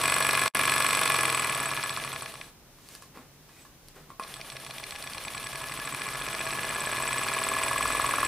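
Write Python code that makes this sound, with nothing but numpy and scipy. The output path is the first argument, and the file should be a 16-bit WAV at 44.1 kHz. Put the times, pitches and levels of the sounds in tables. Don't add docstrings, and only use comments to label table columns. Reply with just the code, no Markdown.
import sys
import numpy as np
from scipy import signal
from scipy.fft import rfft, irfft
from scipy.io import wavfile

SR = 44100
rng = np.random.default_rng(int(sys.argv[2]) if len(sys.argv) > 2 else 0)


def persist_wave(psi):
    counts = np.round(np.clip(psi, -1, 1) * 32767).astype(np.int16)
    wavfile.write(sys.argv[1], SR, np.atleast_2d(counts).T)


def how_loud(loudness_db):
    steps = np.asarray(loudness_db, float) / 20
    return 10 ** steps


N = 364707
TIME = np.arange(N) / SR

# mode in Hz, level in dB, t60 in seconds.
RODS = [(3408, -10, 0.01), (3950, -14, 0.017), (4180, -17, 0.029), (4520, -7, 0.0061), (5600, -4, 0.0033),
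        (6440, -4.5, 0.0016)]
# mode in Hz, level in dB, t60 in seconds.
TUBE = [(7350, -23, 0.043), (7973, -12.5, 0.063), (8170, -13.5, 0.029), (8240, -21.5, .02)]
# mode in Hz, level in dB, t60 in seconds.
RIM = [(10300, -3, 0.0068), (10510, -9, 0.011), (10850, -6.5, 0.0049), (13500, -9, 0.0037)]
# mode in Hz, level in dB, t60 in seconds.
STAND = [(1635, -5, .07), (1709, 0, .075)]
REST = (46.9, 47.5)
CLAMP_SPEED = 9


def rms_one(x):
    return x / np.sqrt(np.mean(x ** 2) + 1e-20)


def in_time(rows, at=TIME):
    s, *columns = np.transpose(rows)
    return [np.interp(at, s, c) for c in columns]


def shaped(x, points):
    hz, db = np.transpose(points)
    axis = np.maximum(np.arange(N // 2 + 1) * SR / N, 1)
    return irfft(rfft(x) * how_loud(np.interp(np.log(axis), np.log(hz), db)), N)


def noise(points):
    return rms_one(shaped(rng.standard_normal(N), points))


def ring(force, modes):
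    out = 0
    for k, (hz, db, t60) in enumerate(modes):
        r, w = how_loud(-60 / (t60 * SR)), 2 * np.pi * hz / SR
        sign = (-1) ** (k * (hz > 1500))
        push = [0, sign * how_loud(db) * np.sin(w)]
        out = out + signal.lfilter(push, [1, -2 * r * np.cos(w), r * r], force + 1e-18)
    return out


def steady_ring(modes):
    return rms_one(ring(rng.standard_normal(N), modes))


def spikes(s, db):
    out, inside = np.zeros(N), (s >= 0) & (s < N / SR)
    np.add.at(out, (s[inside] * SR).astype(int), how_loud(db[inside]))
    return out


def chatter(s, db, length_s, loose):
    r = np.exp(-1 / (length_s * SR))
    hits = spikes(s, db)
    fresh = signal.lfilter([np.sqrt(1 - r * r)], [1, -r], hits) * rng.standard_normal(N)
    habit = rng.standard_normal(300) * r ** np.arange(300)
    habit[0] = 5
    habit /= np.sqrt(np.sum(habit ** 2))
    return loose * fresh + signal.fftconvolve(hits, habit)[:N]


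def echoes(x, t60):
    n = int(t60 * SR)
    tail = rng.standard_normal(n) * how_loud(-60 * np.arange(n) / (t60 * SR))
    return signal.fftconvolve(x, tail / np.sqrt(np.sum(tail ** 2)))[:N]


def air():
    # Hz, level in dB per Hz.
    air_spectrum = [(15, -55), (25, -5), (53, -12.5), (116, -13.5), (148, -6.5), (188, -15.5), (260, -16),
                    (750, -22.5), (6080, -33), (7540, -37), (15600, -33)]
    return how_loud(-56) * noise(air_spectrum)


def far_motor():
    # time in seconds, level in dB.
    hum_level = [
        (0, -63),
        (3.0, -95),
        (5.0, -63),
        (8.27, -53.5),
    ]
    return how_loud(in_time(hum_level)[0]) * steady_ring([(47.5, 0, 2.5)])


def whine():
    return how_loud(-79) * steady_ring([(9400, 0, .06), (9830, -15, .06)])


def strokes():
    # peak in seconds, rise in seconds, dull level in dB, bright level in dB.
    rubbing = [(2.948, 0.22, -79, -49), (3.022, 0.011, -79, -54.5), (3.16, 0.03, -50, -70),
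               (3.19, 0.065, -56, -70), (3.225, 0.05, -70, -77), (3.612, 0.36, -80, -57),
               (3.652, 0.0093, -66, -64), (3.9, 0.22, -90, -61), (3.963, 0.024, -50, -61),
               (4.0, 0.05, -64, -70), (4.04, 0.05, -67, -70), (4.102, 0.025, -57, -61)]
    s, rise_s, dull, bright = np.transpose(rubbing)[:, :, None]
    shape_db = np.where(TIME < s, 20 * (TIME - s) / rise_s, 210 * (s - TIME))
    return how_loud(dull + shape_db).sum(axis=0), how_loud(bright + shape_db).sum(axis=0)


def rubs():
    low, high = strokes()
    dull = low * noise([(120, -13), (250, 0), (1000, -7.5), (2000, -11.0), (6000, -27.0)])
    return dull + high * noise([(1500, -4.5), (4000, -4.5), (9500, -7.0), (14000, -13.0)])


def squeaks():
    # time in seconds, level in dB.
    squeak_level = [(2.33, -94), (2.37, -62), (2.47, -64), (2.55, -88), (3.54, -88), (3.58, -71),
                    (3.63, -58), (3.66, -98)]
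    # time in seconds, level in dB.
    creak_level = [
        (3.47, -95),
        (3.5, -66),
        (3.62, -64),
        (3.66, -95),
    ]
    squeak = how_loud(in_time(squeak_level)[0]) * steady_ring(TUBE[1:])
    return squeak + how_loud(in_time(creak_level)[0]) * steady_ring([(2490, -2, .03), (1930, -4, .02)])


def taps():
    # time in seconds, peak in dB, then base, rods and fins, and stand in dB on top of the peak.
    touches = [(2.786, -43, -5, -27.5, -30), (2.888, -39.5, -10, -15, -20), (2.951, -33, -13, -17, -16),
               (3.023, -35.5, -2, -21.5, -19), (3.153, -44, -5, -25, -30), (3.173, -38.5, 3, -24, -25),
               (3.492, -40, -6, -26, -17), (3.651, -38, -3.5, -30, -15), (3.885, -40, -41, -15, -40),
               (3.955, -48, -8, -20, -30), (4.09, -57, 5, -33, -30), (4.103, -44, 12, -33, -25),
               (4.197, -21.5, 1.5, -30, -38), (4.2018, -31, 1, -30, -29), (4.226, -40, -1, -32, -25),
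               (4.248, -34, 3, -30, -25), (4.266, -40, 0.5, -29, -12)]
    # mode in Hz, level in dB, t60 in seconds.
    resting_base = [(493, -15, 0.08), (850, -20, .08), (990, -10, .1), (1069, -1, 0.15), (1130, -1, 0.11),
                    (1183, -6, 0.09), (1364, -12, .12), (1990, -10, 0.044), (2490, -4, .03)]
    s, db, dull, bright, sing = np.transpose(touches)
    soft_push = signal.lfilter([.25], [1, -.75], spikes(s, db + dull - 10.0))
    out = ring(soft_push, resting_base) + ring(spikes(s, db + sing), STAND)
    light_parts = RODS[3:] + [(9160, 0, .002)] + RIM[1:]
    light_parts += [(2900, -9, .003), (4500, -9, .003), (6100, -5, .003), (8050, -24, .05)]
    return out + ring(chatter(s, db + bright + 19, .0003, loose=.2), light_parts)


def fingers():
    return taps() + rubs() + squeaks()


def crank():
    # time in seconds, speed in turns per s.
    steady = [(0, 23.706), (.5014, 23.706)]
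    # time in seconds, speed in turns per s.
    braking = [
        (.5088, 23.75),
        (1.05, 23.65),
        (1.569, 18.75),
        (2.049, 12.94),
        (2.271, 9.1),
        (2.5, 0),
    ]
    # time in seconds, speed in turns per s.
    run_up = [(4.2, 6.9), (4.27, 4.85), (4.34, 5.896), (4.6, 6.911), (5, 8.697), (5.4, 10.794),
              (5.8, 13.108), (6.2, 15.213), (6.6, 17.036), (7, 18.596), (7.3, 19.58), (7.6, 20.468),
              (7.9, 21.146), (8.28, 21.726)]
    start_turns = (.114, 12, 47.469)
    rate, at, turns = np.zeros(N), [], []
    for start, rows in zip(start_turns, (steady, braking, run_up)):
        on = (TIME >= rows[0][0]) & (TIME < rows[-1][0])
        rate[on] = in_time(rows, TIME[on])[0]
        at = np.append(at, TIME[on])
        turns = np.append(turns, start + np.cumsum(rate[on]) / SR)
    return rate, np.interp(TIME, at, turns)


def running(rate, turn):
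    blow = -29.5 + 28 * np.log10(np.maximum(rate, 7) / 22)
    slow = np.clip((14.7 - rate) / 6.9, 0, 1)
    braked = turn < REST[1]
    slack = slow * np.where(braked, 0.86, 1)
    bright = -5 + 6 * slack + 2 * braked
    shaking, hiss = -12 + 2.5 * slack, -1.5 + 3 * slack
    rattle, soft = -4 * slow, -1.5 * slack
    return blow, bright, shaking, hiss, rattle, soft


def each_turn(braked, free):
    rows = []
    for k in range(107):
        rows += [(k + c[0], *c[1:]) for c in braked if k + c[0] < REST[0]]
        rows += [(k + c[0], *c[1:]) for c in free if k + c[0] > REST[1]]
    return np.array(rows).T


def moments(when, turn):
    return np.interp(when, turn, TIME, left=-1, right=-1)


def off_speed(s, rate, best):
    return 1.3 * np.abs(np.maximum(np.interp(s, TIME, rate), CLAMP_SPEED) - best)


def mat(rate, turn, level_db, moving):
    # part of turn, turns per s at which it hits hardest, deep level in dB, hollow level in dB.
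    braked_thuds = [(.0, 23, -4, 8), (.14, 23, -6, 6), (.47, 23, 8, -6), (.47, 13, 13, -6), (.6, 19, -6, 9),
                    (.73, 10, -6, 10), (.33, 23, -6, 5), (.95, 22, -6, 6), (.4, 10, 2, 8)]
    # part of turn, turns per s at which it hits hardest, deep level in dB, hollow level in dB.
    free_thuds = [(.0, 22, -4, 8), (.4, 10, 12, 2), (.5, 15, 10, -6), (.44, 22, 9, 2), (.61, 10, -6, 11),
                  (.6, 17, -6, 12), (.15, 21, 0, 6), (.75, 18, 5, 5)]
    # deep mode in Hz, level in dB, t60 in seconds.
    deep_modes = [(100, -1, 0.11), (133.7, 5.5, 0.21), (212.5, -6, 0.2), (280.4, -6, 0.24)]
    # hollow mode in Hz, level in dB, t60 in seconds.
    hollow_modes = [(334.5, -16.5, 0.62), (407, -9, 0.18), (475, -0.5, 0.072), (592, 7.5, 0.029),
                    (656.6, 5, 0.14), (697, 0, 0.042), (803, 8, 0.04)]
    when, best, deep, hollow = each_turn(braked_thuds, free_thuds)
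    s = moments(when, turn)
    db = np.interp(s, TIME, level_db) - off_speed(s, rate, best)
    chance = .9 * rng.standard_normal((len(s), 2))
    tremble = moving * how_loud(level_db) * rng.standard_normal(N)
    out = ring(spikes(s, db + deep + chance[:, 0] - 12.5) + how_loud(-44.5) * tremble, deep_modes)
    return out + ring(spikes(s, db + hollow + chance[:, 1] - 11.0) + how_loud(-38) * tremble, hollow_modes)


def stand(rate, turn, level_db, rattle):
    # part of turn, turns per s at which it hits hardest, level in dB.
    braked_sings = [(.0, 23, 9), (.43, 22, 4), (.45, 15, 8), (.62, 17, 3), (.77, 10, 5)]
    # part of turn, turns per s at which it hits hardest, level in dB.
    free_sings = [(.0, 22, 5), (.38, 22, 6), (.4, 9, 2), (.58, 18, 7), (.6, 11, 2), (.7, 13, 5), (.9, 9, 0)]
    when, best, db = each_turn(braked_sings, free_sings)
    s = moments(when, turn)
    db = db + np.interp(s, TIME, level_db) - off_speed(s, rate, best)
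    chance = 1.5 * rng.standard_normal(len(s))
    return ring(spikes(s, db + chance - 5.0) + how_loud(-25) * rattle, STAND)


def pistons(turn, level_db, moving):
    # Hz, level in dB per Hz.
    slide_spectrum = [(3000, -0.5), (4600, -7), (7000, -9.5), (9200, -6.5), (10500, -2.5), (11800, -11),
                      (13600, -8), (15500, -22)]
    stroke_db = 3.5 * np.cos(2 * np.pi * (turn - .12)) + 1.5 * np.cos(4 * np.pi * (turn - .1))
    return moving * how_loud(level_db + stroke_db - 8.0) * noise(slide_spectrum)


def contacts(rate, turn):
    # part of turn, turns per s at which it hits hardest, dB into base, dB into light parts,
    # light part hit (1 bracket, 2 rods, 3 tube, 4 fins, 5 rim).
    braked_knocks = [(.005, 23, 13, 11, 1), (.12, 20, 6, 4, 4), (.285, 14, 1, 12, 2), (.285, 22, -2, 6, 2),
                     (.41, 12, 14, 11, 4), (.41, 21, 9, 10, 1), (.41, 22, -4, 13, 3), (.41, 15, -4, 13, 3),
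                     (.465, 22, 1, 11, 4), (.465, 23, -4, 9, 2), (.6, 18, 8, 2, 1), (.62, 23, -4, 6, 4),
                     (.77, 16, 8, 6, 1), (.77, 9, 9, 12, 1), (.5, 8, 12, 8, 1), (.94, 23, 5, 13, 5),
                     (.96, 23, -4, 11, 3), (.94, 16, -4, 9, 5), (.45, 23, -4, 9, 5), (.7, 23, 5, 2, 1)]
    # part of turn, turns per s at which it hits hardest, dB into base, dB into light parts,
    # light part hit (1 bracket, 2 rods, 3 tube, 4 fins, 5 rim).
    free_knocks = [(.005, 23, 15.5, 5, 1), (.11, 22, 6, 1, 4), (.255, 8, 1, 12, 2), (.255, 8, -4, 10, 4),
                   (.255, 19, -1, 8, 2), (.375, 10, 10, 10, 1), (.64, 9, 7, 8, 1), (.375, 19, 4, 14, 3),
                   (.375, 21, -4, 8, 1), (.41, 11, 10, 11, 3), (.41, 22, 2, 6, 3), (.47, 21, 1, 11, 4),
                   (.58, 16, 9, 5, 1), (.7, 9, 8, 12, 1), (.69, 9, -4, 9, 2), (.7, 14, 7, 11, 2),
                   (.7, 14, -4, 9, 4), (.91, 9, 6, 4, 2), (.92, 21, -3, 6, 5), (.93, 9, -4, 7, 5),
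                   (.93, 14, -4, 10, 5), (.4, 9, -4, 7, 5), (.965, 24, 11, -4, 1), (.985, 25, 16, -4, 1),
                   (.6, 18, 3, 7, 1)]
    when, best, base, light, hit = each_turn(braked_knocks, free_knocks)
    chance = rng.standard_normal((len(when), 8))
    s = moments(when + .0018 * chance[:, 0], turn)
    light_part, hit = np.arange(1, 6), hit[:, None]
    along = light[:, None] - 4 * np.abs(light_part - hit)
    along -= 4 * ((light_part == 3) != (hit == 3))
    db = np.column_stack([base, along]) - off_speed(s, rate, best)[:, None]
    db = np.maximum(db, -4)
    return s, 1.25 * db + .9 * (chance[:, 1:2] + chance[:, 2:])


def swell(force):
    return signal.sosfilt(signal.butter(2, [940, 1350], "band", fs=SR, output="sos"), force)


def engine():
    # mode in Hz, level in dB, t60 in seconds.
    base_modes = [(853, -7, 0.032), (870, -14, 0.034), (970, -10, 0.11), (990, -24.5, 0.04),
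                  (1065, -5, .055), (1125, 0.5, 0.04), (1187, -7.5, 0.034), (1257, -13.5, 0.085),
                  (1293, -6, 0.047), (1387, -7, .05), (1430, -9, 0.07)]
    # mode in Hz, level in dB, t60 in seconds.
    bracket_modes = [(2026, -5.5, 0.016), (2324, -3, 0.014), (2483, 0, 0.014), (2635, -1.5, 0.0097),
                     (2850, -1, 0.0059)]
    # mode in Hz, level in dB, t60 in seconds.
    fin_modes = [(8340, -11, 0.0047), (8950, -1.5, 0.0041), (9230, -2.5, 0.0078), (9370, -10.5, 0.0097)]
    loose_shares = (.06, .25, .3, .35, .3, .3)
    braked_part_db = (1.4, 1.5, 0.5, -0.5, 0, 1.5)
    rattles_db = (-14, -13, -11, -25, -14, -16)
    bursts_s = (.00015, .0003, .0009, .0008, .001, .001)
    # (modes, how far the part follows brightness, dB)
    parts = ((base_modes, 0, -7.5), (bracket_modes, 0, -3.5), (RODS, 1, 3.0),
             (TUBE, 0.6, 2.5), (fin_modes, 1, 4.0), (RIM, 0.6, -4.0))
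    rate, turn = crank()
    s, db = contacts(rate, turn)
    level, brightness, shaking, hiss, rattle, soft = running(rate, turn)
    blow, bright = (np.interp(s, TIME, c) for c in (level, brightness))
    lag = np.exp(-1 / (0.028 * SR))
    moving = np.clip(rate / 3, 0, 1)
    moving = np.maximum(moving, signal.lfilter([1 - lag], [1, -lag], moving))
    out = mat(rate, turn, level + shaking, moving)
    for k, (modes, high, part_db) in enumerate(parts):
        knocks = chatter(s, blow + db[:, k] + high * bright, bursts_s[k], loose_shares[k])
        grains = (rng.random(N) < 2500 / SR) * rng.standard_normal(N)
        force = knocks + moving * how_loud(level + high * brightness + rattle + rattles_db[k]) * grains
        if k == 0:
            force = how_loud(soft) * swell(force)
        out = out + how_loud(part_db + braked_part_db[k] * (turn < REST[1])) * ring(force, modes)
    out = out + stand(rate, turn, level, moving * how_loud(level + rattle) * grains)
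    out = out + pistons(turn, level + hiss, moving)
    return signal.lfilter(*signal.iirnotch(7860, 40, SR), out)


def scene():
    # Hz, side minus mid in dB.
    stereo_width = [(60, -25), (150, -23.5), (380, -20.5), (950, -20.5), (2380, -14.5), (5980, -6.5),
                    (15000, -9)]
    small = signal.butter(2, 90, "high", fs=SR, output="sos")
    near = signal.sosfilt(small, engine() + fingers())
    hum = far_motor()
    room = how_loud(-17) * echoes(near, .3)
    mid = whine() + near + room + air() + hum
    side = shaped(echoes(near + hum, 0.35) + how_loud(10.5) * air(), stereo_width)
    return np.array([mid + side, mid - side])


def drop_out():
    cut_s, back_s = 0.4803, .5475
    fade_db = np.where(TIME > back_s - 0.01, -31, -7 - 1362 * (TIME - cut_s))
    return how_loud(np.where((TIME > cut_s) & (TIME < back_s), fade_db, 0))


def top_cut(x):
    return signal.sosfilt(signal.butter(12, 15750, fs=SR, output="sos"), x)


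def record(dry):
    top = signal.cheby2(16, 45, 15850, fs=SR, output="sos")
    return top_cut(signal.sosfilt(top, dry * drop_out()))


dry = scene()
out = record(dry)
persist_wave(out)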